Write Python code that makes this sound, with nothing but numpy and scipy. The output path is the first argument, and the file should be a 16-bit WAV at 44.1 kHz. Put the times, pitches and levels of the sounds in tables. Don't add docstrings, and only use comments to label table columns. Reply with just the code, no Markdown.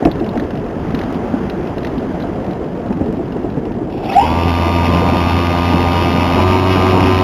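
import sys
import numpy as np
from scipy import signal
from scipy.io import wavfile
from scipy.ndimage import uniform_filter1d, map_coordinates

SR = 44100
rng = np.random.default_rng(int(sys.argv[2]) if len(sys.argv) > 2 else 0)


def magnitude_from_level(level_db):
    exponent = np.asarray(level_db, float) / 20
    return 10 ** exponent


def put_to_file(sound):
    columns = np.atleast_2d(sound).T
    safe = np.clip(columns, -1, 1)
    whole_steps = np.round(safe * 32767)
    wavfile.write(sys.argv[1], SR, whole_steps.astype(np.int16))


N = 318843

# (time [s], speed gained [turns/s], spin-up [turns/s^2], sharpness of the knee [1])
THROTTLE = [
    (4.0157, 87.183, 371.3, 5.85),
    (6.3207, 5.974, 56.56, 2.59),
]
RUN = slice(round(THROTTLE[0][0] * SR), N)
CRUISE_SPEED_HZ = 86


def rms_one(x):
    return x / np.sqrt(np.mean(x ** 2) + 1e-20)


def in_time(rows):
    s, *columns = np.transpose(rows)
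    return [np.interp(np.arange(N) / SR, s, c) for c in columns]


def drift(rate):
    r = np.exp(-80 * np.pi * rate / SR)
    slow = signal.lfilter([1], [1, -2 * r, r * r], rng.standard_normal(N // 40 + 2002))[2000:]
    return np.interp(np.arange(N) / 40, np.arange(len(slow)), rms_one(slow))


def band_pass(x, order, band_hz):
    return signal.sosfilt(signal.butter(order, band_hz, "band", fs=SR, output="sos"), x)


def ring(clicks, modes):
    out = 0
    for hz, db, t60 in modes:
        r, w = magnitude_from_level(-60 / (t60 * SR)), 2 * np.pi * hz / SR
        b, a = [0, magnitude_from_level(db) * np.sin(w)], [1, -2 * r * np.cos(w), r * r]
        out = out + signal.lfilter(b, a, clicks + 1e-18)
    return out


def turbulence(spectrum, lumps_db, own_db):
    hz, db = np.transpose(spectrum)
    out, white = 0, rng.standard_normal((2, N))
    edges = hz[0] * 2 ** np.arange(0, np.log2(hz[-1] / hz[0]) + .2, 1 / 3)
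    for k, (low, high) in enumerate(zip(edges, edges[1:])):
        band = band_pass(white[k % 2], 2, [low, high])
        level_db = np.interp(np.log(low * high) / 2, np.log(hz), db)
        out = out + band * magnitude_from_level(level_db + own_db * drift(16.3))
    return rms_one(out * magnitude_from_level(lumps_db))


def wind():
    # (frequency [Hz], density [dB per Hz])
    buffet_spectrum = [(18, -39), (30, -10), (75, -6.5), (123, -5.5), (187, -2.5), (293, -2), (444, -7.5),
                       (508, -12.5), (590, -9), (744, -18), (850, -20), (939, -39), (1600, -35),
                       (2080, -47.5), (3520, -120)]
    hiss_spectrum = [(530, 0), (900, 1), (1160, -2.5), (1830, -10.5), (2350, -17.5), (2820, -14.5),
                     (4000, -27.5), (5200, -58), (8800, -120)]
    # (time [s], level [dB])
    airspeed = [(0, -34.5), (.7, -37.5), (1.0, -31.5), (1.55, -33.5), (2.3, -35.5), (2.7, -38.5),
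                (3.6, -38.5), (3.95, -43), (4.04, -38)]
    # (time [s], peak level [dB])
    gusts = [(.025, -0.5), (.07, 2.5), (.15, -3), (0.216, -10), (0.287, -22), (0.355, -5.5), (0.671, -20),
             (0.937, -5.5), (1.258, -12), (1.333, -5), (1.56, -11), (1.625, -18), (1.961, -9), (2.012, -10),
             (2.137, -19), (2.477, -4), (2.77, -18), (2.905, -5.5), (3.01, -2.5), (3.084, -7.5),
             (3.135, -4.5), (3.191, -6), (3.363, -5), (3.445, -4), (3.57, -6), (3.707, -9), (3.769, -7)]
    rise_s, fall_s, gust_gain_db = 0.0029, 0.014, -7
    t = np.arange(N) / SR
    hiss_db, = in_time(airspeed)
    power = magnitude_from_level(-21 + 0.16 * (hiss_db + 42)) ** 2
    calm = power.copy()
    for s, db in gusts:
        decay = np.maximum((s - t) / rise_s + 1, (t - s) / fall_s).clip(0)
        power += magnitude_from_level(db + gust_gain_db) ** 2 * np.exp(-2 * decay)
    fade = np.clip((4.13 - t) / .08, 0, 1)
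    duck = (calm / power) ** (0.76 / 2)
    eddies = drift(32)
    buffet = np.sqrt(power) * turbulence(buffet_spectrum, 0.5 * eddies, own_db=2.5)
    hiss = magnitude_from_level(hiss_db) * duck * turbulence(hiss_spectrum, 0.27 * eddies, own_db=1.4)
    return fade * (buffet + hiss)


def slipstream(speed, opened, eddies):
    # (frequency [Hz], density [dB per Hz])
    wash_spectrum = [(18, -53), (30, -10), (61, -7.5), (87, -9.5), (108, -3.5), (134, -3), (265, -0.5),
                     (467, -9.5), (924, -9), (1060, -27), (1230, -14), (1290, -27), (1600, -32),
                     (2080, -62), (3520, -120)]
    level_db = -17.5 + opened + 1.85 * drift(4.1) + 0.62 * 20 * np.log10(speed / CRUISE_SPEED_HZ)
    return magnitude_from_level(level_db) * turbulence(wash_spectrum, 0.51 * eddies, own_db=2.0)


def jolts():
    # (time [s], peak level [dB])
    blows = [(0.0553, 2), (0.0702, 0.5)]
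    # (frequency [Hz], level [dB], decay t60 [s])
    hull = [(309, 0.5, 0.078), (720, -10.5, 0.036)]
    clicks = np.zeros(N)
    for s, db in blows:
        clicks[round(s * SR)] = -magnitude_from_level(db)
    return ring(uniform_filter1d(clicks, size=24), hull)


def commands():
    # (time [s], peak level [dB], bright whirr [dB], dull click [dB])
    corrections = [(0.0502, -13, -25, -10.5), (0.113, -30.5, -3, -4), (0.1978, -30, -15, -9),
                   (0.2427, -26, -22, -21), (0.2627, -30, -17, 1), (0.2866, -33, -3, -7), (0.374, -29.5, -11, 5),
                   (0.3969, -32, -8, 9), (0.5051, -25.5, -21, -3), (0.573, -31, -17, -12),
                   (0.9047, -32, -15, -2.5), (0.9456, -20.5, -15, -2.5), (0.9895, -24, -15, -2.5),
                   (1.0135, -30.5, -11, 7), (1.0339, -32, -14, 4), (1.1437, -31, -15, -2.5),
                   (1.497, -22.5, -14, -7), (1.7812, -28.5, -14, -2.5), (1.8471, -24, -13, 0.5),
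                   (1.8695, -24, -17, -1), (1.9798, -31, -12, -6), (2.0242, -37, -9, -2.5),
                   (2.2003, -33.5, -5, -7), (2.2222, -36, -4.5, -6), (2.5071, -29, -16, -8),
                   (2.9256, -28, -22, -7), (2.969, -32.5, -16, -2.5), (3.652, -31, -18, -6),
                   (3.8989, -36, -19, -1), (4.0416, -34, -9, -4)]
    # (time [s], peak level [dB])
    more_corrections = [(0.156, -34), (0.4368, -33), (0.552, -31), (1.1008, -37), (1.6715, -30.5), (1.8291, -26.5),
                        (2.4422, -34), (2.463, -32), (2.529, -32), (2.6403, -36), (2.8598, -36), (3.3217, -32),
                        (3.3656, -36), (3.499, -35), (3.5213, -38), (3.7183, -35), (3.922, -31)]
    frame_s, first_frame_s = .021985, .0026
    whirr_db, dull_db = -16.5, -6
    frames = np.arange(first_frame_s, THROTTLE[0][0], frame_s)
    size_db = -40 - 0.7 * frames + 2.5 * rng.standard_normal(len(frames)).clip(-3, 1.6)
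    taken_s = [row[0] for row in corrections + more_corrections]
    free = np.abs(frames[:, None] - taken_s).min(axis=1) > frame_s / 2
    minor = more_corrections + list(zip(frames[free], size_db[free]))
    return corrections + [(s, db, whirr_db, dull_db) for s, db in minor]


def servos():
    out, t, kicks = np.zeros(N), np.arange(900) / SR, commands()
    grit = rng.standard_normal((len(kicks), 3, len(t)))
    dull = band_pass(grit[:, 0], 2, (1300, 2020))
    middle = band_pass(grit[:, 1], 2, (2500, 3010))
    whirr = band_pass(grit[:, 2], 2, (3600, 4850))
    for k, (s, db, bright_db, dull_db) in enumerate(kicks):
        tick = magnitude_from_level(dull_db) * rms_one(dull[k]) * np.exp(-t / 0.0033)
        tick += magnitude_from_level(-7.0) * rms_one(middle[k]) * np.exp(-t / 0.004)
        tick += magnitude_from_level(bright_db + 12.0) * rms_one(whirr[k]) * t / 0.0034 * np.exp(-t / 0.0031)
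        out[round(s * SR):round(s * SR) + len(t)] += magnitude_from_level(db) * tick
    return out


def knocks(turns, share, spread_db):
    at = np.flatnonzero(np.diff(np.floor(turns - share)) > 0)
    chance = np.clip(rng.standard_normal((400, 2))[:len(at)], -2.5, 1.3)
    late = (.00008 * SR * chance[:, 0]).astype(int)
    clicks = np.zeros(N)
    clicks[np.clip(at + late, 0, N - 1)] = magnitude_from_level(spread_db * chance[:, 1])
    return clicks


def loose_mount(turns, speed, opened, eddies):
    # (share of a turn [1], level [dB], spread [dB])
    rebounds = [(0, -2.5, 1.5), (0.291, -6, 3), (.45, -6, 3), (.7, -7, 2.5)]
    # (frequency [Hz], level [dB], decay t60 [s])
    mount = [(1640, -5, 0.034), (2250, 8, 0.0055), (2490, -8, 0.057), (2600, 1, 0.045), (2866, 4.5, 0.015),
             (3260, -7, 0.038)]
    # (frequency [Hz], density [dB per Hz])
    grit_spectrum = [(760, 1), (1300, 2), (1730, -15), (2120, -1), (2400, -2), (2600, 0), (2930, -4.5),
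                     (3150, -5), (4000, -21), (5200, -51), (8800, -120)]
    since = np.arange(N) / SR - 4.1
    level_db = -28.5 - 0.5 * opened + 0.96 * since + 250 * np.minimum(since, 0)
    level_db += -4 / (1 + np.exp((speed - 64) / 7.5))
    sharp = uniform_filter1d(knocks(turns, 0, spread_db=1.0), size=8)
    spike = band_pass(sharp, 1, [1100, 2600])
    blows = sum(magnitude_from_level(db) * knocks(turns, share, spread) for share, db, spread in rebounds)
    rebound = ring(blows, mount)
    gate = magnitude_from_level(9.1 * np.cos(2 * np.pi * (turns - .12)))
    grit = gate * turbulence(grit_spectrum, 0.35 * eddies, own_db=1.5)
    on = np.sqrt(np.mean(turns > 0))
    loose = np.clip(turns / 45, .3, 1)
    rattle = magnitude_from_level(-8) * loose * on * rms_one(spike)
    rattle += magnitude_from_level(-4.5 + 1.78 * drift(11.7)) * on * rms_one(rebound) + magnitude_from_level(-6.5) * grit
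    return magnitude_from_level(level_db) * rattle


def rotor_search():
    # (time [s], level [dB])
    search_hum = [(3.85, -120), (3.885, -62), (3.9, -35), (3.97, -34), (4.04, -29.5), (4.07, -26.5),
                  (4.15, -27), (4.2, -60), (4.22, -90)]
    # (frequency [Hz], level [dB], decay t60 [s])
    singing_panel = [(2650, -3, 0.0079), (3300, -9, 0.0068), (765, 6, 0.031)]
    hum = rms_one(ring(rng.standard_normal(N), singing_panel))
    return magnitude_from_level(in_time(search_hum)[0] + 2.5 * drift(40)) * hum


def panel_surges():
    # (time [s], peak level [dB], frequency [Hz])
    stray_rings = [(.054, -28, 2600), (.057, -5, 706), (4.1, -23.5, 2600), (4.125, -30, 2600),
                   (4.14, -36, 2880), (4.153, -32, 3300), (4.175, -41, 2280)]
    length_s, rough = .009, .05
    half = round(1.5 * length_s * SR)
    t, out = np.arange(-half, half) / SR, np.zeros(N)
    for s, db, hz in stray_rings:
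        i = round(s * SR) - len(t) // 2
        grit = rms_one(uniform_filter1d(rng.standard_normal(4000), size=16))[:len(t)]
        tone = np.sin(2 * np.pi * (hz * t + 1.4 * hz * t ** 2 / 2))
        bell = magnitude_from_level(db) * np.exp(-4 * (t / length_s) ** 2)
        out[i:i + len(t)] += bell * (1 - rough + rough * grit) * tone
    return out


def panels(force):
    # (frequency [Hz], width [Hz], level [dB])
    resonances = [(368, 88, -21), (701, 42, -6.5), (779, 58, 2), (903, 62, -15), (950, 42, -7.5),
                  (1316, 100, -14), (1630, 110, -30), (1940, 270, -15), (2460, 640, -18), (3470, 330, -15),
                  (3770, 470, -6.5)]
    out = 0
    for k, (hz, width_hz, db) in enumerate(resonances):
        r = np.exp(-np.pi * width_hz / SR)
        b = (1 - r * r) / 2 * np.array([1, 0, -1])
        a = [1, -2 * r * np.cos(2 * np.pi * hz / SR), r * r]
        answer = signal.lfilter(b, a, signal.lfilter(b, a, force + 1e-18))
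        out = out + (-1) ** k * magnitude_from_level(db) * answer
    return out


def magnet_pull(turns, speed):
    # (shaft order [1], level [dB])
    pulls = [(12, -8), (13, -1), (14, 0.0), (28, -20), (42, -15.5), (84, -23.5)]
    angle, speed = 2 * np.pi * turns[RUN], speed[RUN]
    locked = np.clip((np.arange(N)[RUN] / SR - 4.072) / .012, 0, 1)
    spin_up = np.gradient(speed).clip(0) * SR / THROTTLE[0][2]
    torque = locked * spin_up ** 0.63
    torque *= np.clip((CRUISE_SPEED_HZ - speed) / 3, 0, 1)
    out = np.zeros(N)
    out[RUN] = panels(torque * sum(magnitude_from_level(db) * np.cos(round(order) * angle) for order, db in pulls))
    return out


def shaft():
    cruise_hz, climb_hz = 88.4, 90.7
    t, speed = np.arange(N) / SR, 0
    creep = 2.94 * np.exp(-np.maximum(t - THROTTLE[0][0], 0) / 1.022)
    for k, (s, gain, rate, knee) in enumerate(THROTTLE):
        ramp = rate * np.maximum(t - s, 1e-6)
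        plateau = gain - creep * (k == 0)
        speed = speed + (ramp ** -knee + plateau ** -knee) ** (-1 / knee)
    return speed, np.clip((speed - cruise_hz) / (climb_hz - cruise_hz), 0, 1)


def shaft_turns(speed):
    turns = np.zeros(N)
    turns[RUN] = np.cumsum((speed * (1 + .0002 * drift(6)))[RUN]) / SR
    return turns


def motor(turns, speed, opened):
    # (shaft order [1], level [dB])
    cruise_orders = [(1, 0), (2, -8), (3, -6), (4, -12), (5, -20.5), (6, -19.5), (7, -16), (8, -14.5),
                     (9, -14), (10, -16.5), (11, -10), (12, -15), (13, -17.5)]
    climb_orders = [(1, 0.5), (2, -11.5), (3, -7.5), (4, -2.5), (5, -42), (6, -39), (7, -14), (8, -13),
                    (9, -23), (10, -12.5), (11, -9.5), (12, -15), (13, -12.5)]
    angle, speed, opened = 2 * np.pi * turns[RUN], speed[RUN], opened[RUN]
    speed_db = 20 * np.log10(speed / CRUISE_SPEED_HZ)
    unbalance_db = -18 + 2.14 * speed_db - 10 / (1 + np.exp((speed - 71) / 4.3))
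    pole_db = -30 + 2.8 * speed_db - 9 * opened
    switch_db = -40.5 + speed_db - 5 * opened + drift(23)[RUN]
    shake = 0
    for (order, low_db), (_, high_db) in zip(cruise_orders, climb_orders):
        waver_db = min(1.2 + .2 * order, 3) * drift(8)[RUN]
        level_db = low_db + opened * (high_db - low_db) + waver_db
        lag = .7 * np.pi * max(order - 11, 0) + (order in (4, 5, 6))
        flutter = .28 * drift(12)[RUN]
        shake = shake + magnitude_from_level(level_db) * np.cos(order * angle - lag + flutter)
    whine = magnitude_from_level(pole_db) * np.cos(14 * angle - .8) + magnitude_from_level(switch_db) * np.sin(42 * angle)
    carrier = 2 * np.pi * 7597 * np.arange(len(angle)) / SR
    whine += magnitude_from_level(-49.5 + unbalance_db + 18 + 7 * opened) * np.sin(carrier - 42 * angle)
    out = np.zeros(N)
    out[RUN] = np.sqrt(2) * (magnitude_from_level(unbalance_db) * shake + whine)
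    return out


def scene():
    speed, opened = shaft()
    turns = shaft_turns(speed)
    eddies = drift(35)
    air = wind() + slipstream(speed, opened, eddies)
    airframe = jolts() + servos() + loose_mount(turns, speed, opened, eddies)
    drive = rotor_search() + panel_surges() + magnet_pull(turns, speed) + motor(turns, speed, opened)
    return (air + airframe + drive)[None]


def top_cut(x):
    return signal.sosfilt(signal.butter(12, 15360, fs=SR, output="sos"), x)


def record(dry):
    # (time [s], jump [full scale])
    seams = [(1.1272, .06), (2.1272, .025), (3.1272, -.055), (4.1272, .04), (5.1272, .03)]
    low = signal.sosfilt(signal.butter(2, 550, fs=SR, output="sos"), dry[0])
    x = dry[0] + .18 * low ** 2
    x = signal.sosfilt(signal.butter(6, 4100, fs=SR, output="sos"), x)
    x = signal.sosfilt(signal.butter(1, 25, "high", fs=SR, output="sos"), x)
    step = SR / 8000
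    at = np.arange(seams[0][0] * SR % step - step, N + step, step)
    taken = map_coordinates(x, [at], order=1, mode="nearest")
    lift = 0.28
    taken = np.clip(np.convolve(taken, [-lift, 1 + 2 * lift, -lift], "same"), -.98, .98)
    played = np.interp(np.arange(N), at, taken)
    played += .45 * signal.sosfilt(signal.butter(2, 11500, "high", fs=SR, output="sos"), played)
    for s, jump in seams:
        played[round(s * SR) - 5:round(s * SR) + 1] -= jump * np.arange(1, 7) / 6
    return top_cut(played[None])


dry = scene()
out = record(dry)
put_to_file(out)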